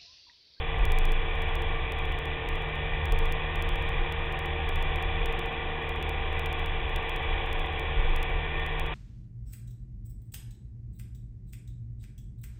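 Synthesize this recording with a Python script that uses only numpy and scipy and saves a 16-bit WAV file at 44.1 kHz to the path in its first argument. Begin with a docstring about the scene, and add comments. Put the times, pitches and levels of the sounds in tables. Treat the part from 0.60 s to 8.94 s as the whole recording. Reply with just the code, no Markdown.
"""In a road tunnel, a four-cylinder motorcycle cruises along with a small camera mounted on it.
Wind and tyres roar, bumps set the mount swinging, and another engine rises faintly far off.
Over the roar the exhaust hums, the gears whine and the valves clatter, echoing off the concrete.
The camera passes only a narrow band of pitches and ticks where its blocks of sound join."""
import sys
import numpy as np
from scipy import signal
from scipy.fft import rfft, irfft, next_fast_len
from scipy.io import wavfile
from scipy.ndimage import uniform_filter1d, map_coordinates

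SR = 44100
rng = np.random.default_rng(int(sys.argv[2]) if len(sys.argv) > 2 else 0)


def master(y):
    """Save y as 16-bit WAV."""
    cut = np.clip(np.atleast_2d(y).T, -1, 1)
    pcm = np.round(cut * 32767)  # scale
    wavfile.write(sys.argv[1], SR, pcm.astype(np.int16))


N = 367794
T = np.arange(N) / SR


def amp(db):
    """Turn decibels into a gain."""
    return 10 ** (np.asarray(db) / 20)


def unit(x):
    """Scale x to an average (rms) level of 1."""
    return x / np.sqrt(np.mean(x ** 2) + 1e-20)


def along(points, hz):
    """Read between (f/Hz, value) points on a log pitch scale."""
    f, values = np.transpose(points)
    return np.interp(np.log(hz + 1), np.log(f + 1), values)


def curve(points):
    """Join (t/s, value) points with straight lines."""
    return np.interp(T, *np.transpose(points))


def wobble(rate):
    """A smooth random curve through `rate` points a second."""
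    coarse = T[::64]
    return np.interp(T, coarse, map_coordinates(rng.standard_normal(400), [coarse * rate], mode="wrap"))


def filtered(x, response):
    """Shape x with a response given for each frequency."""
    size = next_fast_len(N + SR // 2)
    return irfft(rfft(x, size) * response(np.fft.rfftfreq(size, 1 / SR)), size)[:N]


def noise(response):
    """Noise of rms 1, shaped by a response."""
    return unit(filtered(rng.standard_normal(N), response))


def resonance(hz, centre, width):
    """The response of something that rings at one pitch."""
    return 1j * hz * width / (centre ** 2 - hz ** 2 + 1j * hz * width)


def pulses(turns):
    """One pulse, shared between two samples, each time turns passes a whole number."""
    at = np.interp(np.arange(np.ceil(turns[0]), turns[-1]), turns, np.arange(N))
    whole = at.astype(int)
    return (np.bincount(whole, 1 - at + whole, N + 1) + np.bincount(whole + 1, at - whole, N + 1))[:N]


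def tone(turns, scatter, rate):
    """A sine plus its drifting reflections from the passing walls, at rms 1."""
    angle = 2 * np.pi * (turns + rng.random())
    return unit((1 + scatter * wobble(rate)) * np.sin(angle) + scatter * wobble(rate) * np.cos(angle))


# The distant engine speeding up: start t/s, end t/s, first f/Hz, last f/Hz, level/dB
FAR_RISE = (4.5, 6, 104, 131, -55.5)

def far_engine():
    """The second and third harmonics of another engine swell, rise and fade far down the tunnel."""
    start, end, first_hz, last_hz, db = FAR_RISE
    progress = np.clip((T - start) / (end - start), 0, 1)
    turns = np.cumsum(first_hz + (last_hz - first_hz) * progress) / SR
    harmonics = sum(tone(k * turns, scatter=0.39, rate=10) for k in (2, 3))
    return amp(db) * np.sin(np.pi * progress) * harmonics


def tunnel_echo(x, fade_s=1.4):
    """The concrete tube answers with a long, blurred echo."""
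    t = T[:2 * SR]
    tail = rng.standard_normal(len(t)) * amp(-60 * t / fade_s)
    return signal.fftconvolve(x, tail / np.linalg.norm(tail))[:N]


# The ticks that stand out: t/s, relative level/dB
LOUD_SNAPS = [(0.2538, -25), (0.3207, -25), (0.3875, -23), (0.4544, -27), (0.5212, -29), (0.9547, -30),
              (1.8891, -31), (2.5232, -24), (2.59, -29), (2.7237, -26), (3.024, -27), (3.5244, -31),
              (3.7918, -32), (4.0921, -31), (4.1589, -33), (4.6593, -27), (4.793, -31), (5.2934, -34),
              (5.8606, -29), (6.0611, -34), (6.3614, -27), (7.5627, -28), (7.6296, -27), (8.1973, -28)]

def camera_ticks(gain_db=6.5, first_s=.1873, tick_gap_s=.0668, run_gap_s=.5673, pattern_s=2.7703):
    """One-sample spikes where blocks of sound join, in repeating runs: most are faint, a few snap."""
    times = [first_s + pattern_s * pattern + run_gap_s * run + tick_gap_s * tick
             for pattern in range(3)
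             for run, count in enumerate((6, 6, 6, 5, 5))
             for tick in range(count)]
    levels = -39.5 + 9.5 * rng.uniform(-1.3, 1, len(times))
    loud_s = np.transpose(LOUD_SNAPS)[0]
    faint = [(s, db) for s, db in zip(times, levels) if np.abs(loud_s - s).min() > tick_gap_s / 2]
    out = np.zeros(N)
    for s, db in faint + list(LOUD_SNAPS):
        out[round(s * SR)] = amp(db + gain_db) * rng.choice([-1, 1])
    return out


# How strong the road's shaking is at each pitch: f/Hz, relative level/dB
ROAD_SHAKE = [(10, -25.5), (18, -9), (24, 4), (32, 0), (45, -5), (60, -11.5), (78, -9), (98, -21),
              (130, -27.5), (200, -52.5), (400, -116)]

def road_rumble(level_db=-33.0, patchy_db=2.0):
    """Rough asphalt shakes the camera through the frame."""
    shake = noise(lambda f: amp(along(ROAD_SHAKE, f)))
    return amp(level_db + patchy_db * wobble(2.5)) * shake


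# Bumps in the road: t/s, jolt level/dB, swing level/dB, swing length/s
ROAD_BUMPS = [(0.223, -14.5, -18.5, 0.55), (0.986, -23, -24.5, .25), (2.527, -15.5, -19.5, 0.26),
              (4.066, -28, -27, 0.12), (4.628, -24, -24, .17), (6.751, -33, -33, 0.7),
              (7.389, -16.5, -19, 0.27)]

def bumps(thud_hz=36.3, thud_s=.022, shudder_s=0.12, mount_hz=24.1):
    """Each bump thuds and makes the frame shudder, then the camera swings on its mount."""
    out = np.zeros(N)
    frame = amp(-17) * noise(lambda f: resonance(f, centre=67.5, width=42) ** 3)
    for s, jolt_db, swing_db, swing_s in ROAD_BUMPS:
        t = T - s
        thud = np.exp(-(t / thud_s) ** 2) * np.cos(2 * np.pi * thud_hz * t)
        shudder = frame * np.exp(-(t / shudder_s) ** 2)
        out += amp(jolt_db) * (thud + shudder)
        swing = np.clip(t / 0.063, 0, 1) * np.exp(-(t / swing_s) ** 4)
        out += amp(swing_db) * swing * np.cos(2 * np.pi * mount_hz * t)
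    return out


def rattle(gain_db=-24.0, ring_hz=452, fade_s=.16):
    """The bodywork buzzes briefly after each jolt."""
    shaken = sum(amp(db) * (T > s) * np.exp(-np.abs(T - s) / fade_s) for s, db, _, _ in ROAD_BUMPS)
    return amp(gain_db) * shaken * noise(lambda f: resonance(f, ring_hz, width=70) ** 2)


# Wind and tyre noise between the walls: f/Hz, relative level/dB
ROAR_SHAPE = [(90, -15), (135, 4.5), (180, -8), (240, -7.5), (290, -12.5), (400, -3.5), (650, -5),
              (1150, -0.5), (1290, -18), (1580, -9), (2130, -15), (2550, -7), (3000, -7.5), (3500, -17.5),
              (3900, -8)]
# Pitches that the bodywork boosts or weakens: f/Hz, width/Hz, level change/dB
BODY_RINGS = [(340, 19, 3), (440, 31, 1), (785, 60, 7.5), (850, 25, -3.5), (1438, 76, 8), (1685, 45, 6.5),
              (1820, 49, 11), (1985, 97, 13), (2324, 286, 10.5), (3385, 247, 12.5)]

def roar(cycle, level_db=-32.5, throb=0.099):
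    """Wind, tyres and intake rush through the bodywork, throbbing a little with the crank."""
    def colour(f):
        body_db = sum(db / (1 + (2 * (f - hz) / width) ** 2) for hz, width, db in BODY_RINGS)
        return amp(along(ROAR_SHAPE, f) + body_db)

    air = rng.standard_normal(N) * (1 + throb * np.cos(4 * np.pi * cycle))
    return amp(level_db + 0.57 * wobble(2.25)) * unit(filtered(air, colour))


# Knocks in each engine cycle: place in the cycle (0-1), f/Hz, base width/Hz, relative level/dB
CYCLE_KNOCKS = [(.75, 456, 150, -48), (.52, 347, 47, -51.5), (.8, 729, 207, -49), (.05, 1100, 240, -51.5),
                (0.2, 1806, 350, -51), (0.46, 1940, 250, -48.5), (0.43, 2394, 220, -49),
                (.93, 2435, 220, -46), (0.68, 3330, 330, -53), (0.46, 3400, 180, -52.5)]

def clatter(cycle, rasp_db=8.0, fade_cycles=0.12, uneven_db=2.5, widen=1.38):
    """Valves and pistons knock in every cycle: a sharp blow and a short rasp ring the casing."""
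    out = np.zeros(N)
    for place, hz, width, db in CYCLE_KNOCKS:
        blow = unit(pulses(cycle - place)) * amp(uneven_db * wobble(35))
        since_knock = (cycle - place) % 1
        rasp = amp(rasp_db) * unit(rng.standard_normal(N) * np.exp(-since_knock / fade_cycles))
        casing = filtered(blow + rasp, lambda f: resonance(f, hz, widen * width) ** 2)
        out += amp(db) * unit(casing)
    return out


# The hum of the cylinders firing: t/s, relative level/dB
FIRING_HUM = [(0.1, -44.5), (0.28, -44.5), (1.82, -46.5), (2.12, -41.5), (6.48, -47), (6.59, -50.5),
              (7.34, -45.5), (8.25, -43)]
# The exhaust's singing note, before its swings are widened: t/s, relative level/dB
EXHAUST_NOTE = [(0.1, -47), (3.07, -54), (3.69, -51.5), (3.71, -44.5), (4.18, -49.5), (4.3, -46.5),
                (7.61, -49), (8.25, -56)]

def exhaust(cycle, singing_db=-50.0, widen=1.7):
    """Four firings a cycle make a hum, and the exhaust sings at five times that pitch."""
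    firings = 4 * cycle
    hum = amp(curve(FIRING_HUM) - 0.5) * tone(firings, scatter=.05, rate=7.9)
    note_db = curve(EXHAUST_NOTE)
    swing_db = widen * (note_db - note_db.mean())
    return hum + amp(singing_db + swing_db) * tone(5 * firings, scatter=0.12, rate=8)


def throttle(speed, smooth_s=0.528, hard_pull=.3):
    """How hard the engine pulls, from -1 (slowing) to 1 (gaining speed)."""
    acceleration = uniform_filter1d(np.gradient(speed) * SR, int(smooth_s * SR))
    return np.tanh(acceleration / hard_pull)


# Crank, exhaust drone and three gear whines: multiple of the cycle rate (gets rounded), level/dB,
# change at full pull/dB, change per extra cycle a second/dB, wall scatter (0-1), flutter rate/Hz
MAIN_TONES = [(2, -39, 0, 5.5, .19, 9.7), (12, -45, -0.3, 1.5, 0.07, 14), (46, -60, -1, 14, .2, 6.6),
              (48, -50, 4, -1.5, 0.2, 8), (90.4, -61, -9, 3.5, 0.3, 10)]
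# Weaker engine harmonics: multiple of the cycle rate, level/dB
WEAK_TONES = [(3, -53), (7, -60.5), (8, -60.5), (9, -56), (10, -70.5), (11, -59.5), (13, -56.5),
              (14, -59.5), (16, -60.5), (24, -54.5), (28, -63.5), (32, -58), (52, -59.5), (61, -50.5),
              (63, -54.5), (86, -64), (89, -67.5)]
# Gearbox and chain tones between the harmonics: multiple of the cycle rate, level/dB
CHAIN_TONES = [(9.25, -57.5), (11.8, -59.5), (18.51, -58.5), (19.35, -54), (30.78, -55.5)]

def engine_tones(cycle, speed, drift_db=1.0):
    """Crank, gears and chain turn with the engine; the main whine grows under load, the top one fades."""
    pull = throttle(speed)
    extra_speed = speed - speed.mean()
    out = np.zeros(N)
    for multiple, db, pull_db, speed_db, scatter, rate in MAIN_TONES:
        level_db = db + pull_db * pull + speed_db * extra_speed + drift_db * wobble(3.07)
        out += amp(level_db) * tone(np.round(multiple) * cycle, scatter, rate)
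    for multiple, db in WEAK_TONES:
        out += amp(db) * tone(multiple * cycle, scatter=0.41, rate=5)
    for multiple, db in CHAIN_TONES:
        out += amp(db) * tone(multiple * cycle, scatter=.35, rate=6)
    return out


# Engine speed, where one cycle is two turns of the crank: t/s, cycle rate f/Hz
ENGINE_SPEED = [(0.0, 38.2), (0.16, 38.0), (1.69, 37.7), (2.9, 38.3), (4.02, 38.5), (7.46, 37.8),
                (7.99, 37.9), (8.34, 38.2)]

def scene():
    """The motorcycle, the echo of its clatter, the road and a distant engine."""
    speed = curve(ENGINE_SPEED)
    cycle = np.cumsum(speed) / SR  # engine cycles so far
    knocks = clatter(cycle)
    tones = exhaust(cycle) + engine_tones(cycle, speed)
    engine = tones + amp(-4.5) * knocks + amp(-6) * tunnel_echo(knocks)
    return (engine + roar(cycle) + road_rumble() + bumps() + rattle() + far_engine())[None]


def record(dry):
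    """The camera cuts the treble like a telephone; its own ticks reach far higher."""
    cutoff_hz, slope_hz, tick_top_hz = 4150, 520, 16000
    narrow = filtered(dry[0], lambda f: np.clip((cutoff_hz - f) / slope_hz, 0, 1) ** 2)
    return filtered(narrow + camera_ticks(), lambda f: 1 / (1 + (f / tick_top_hz) ** 120))[None]


dry = scene()
out = record(dry)
master(out)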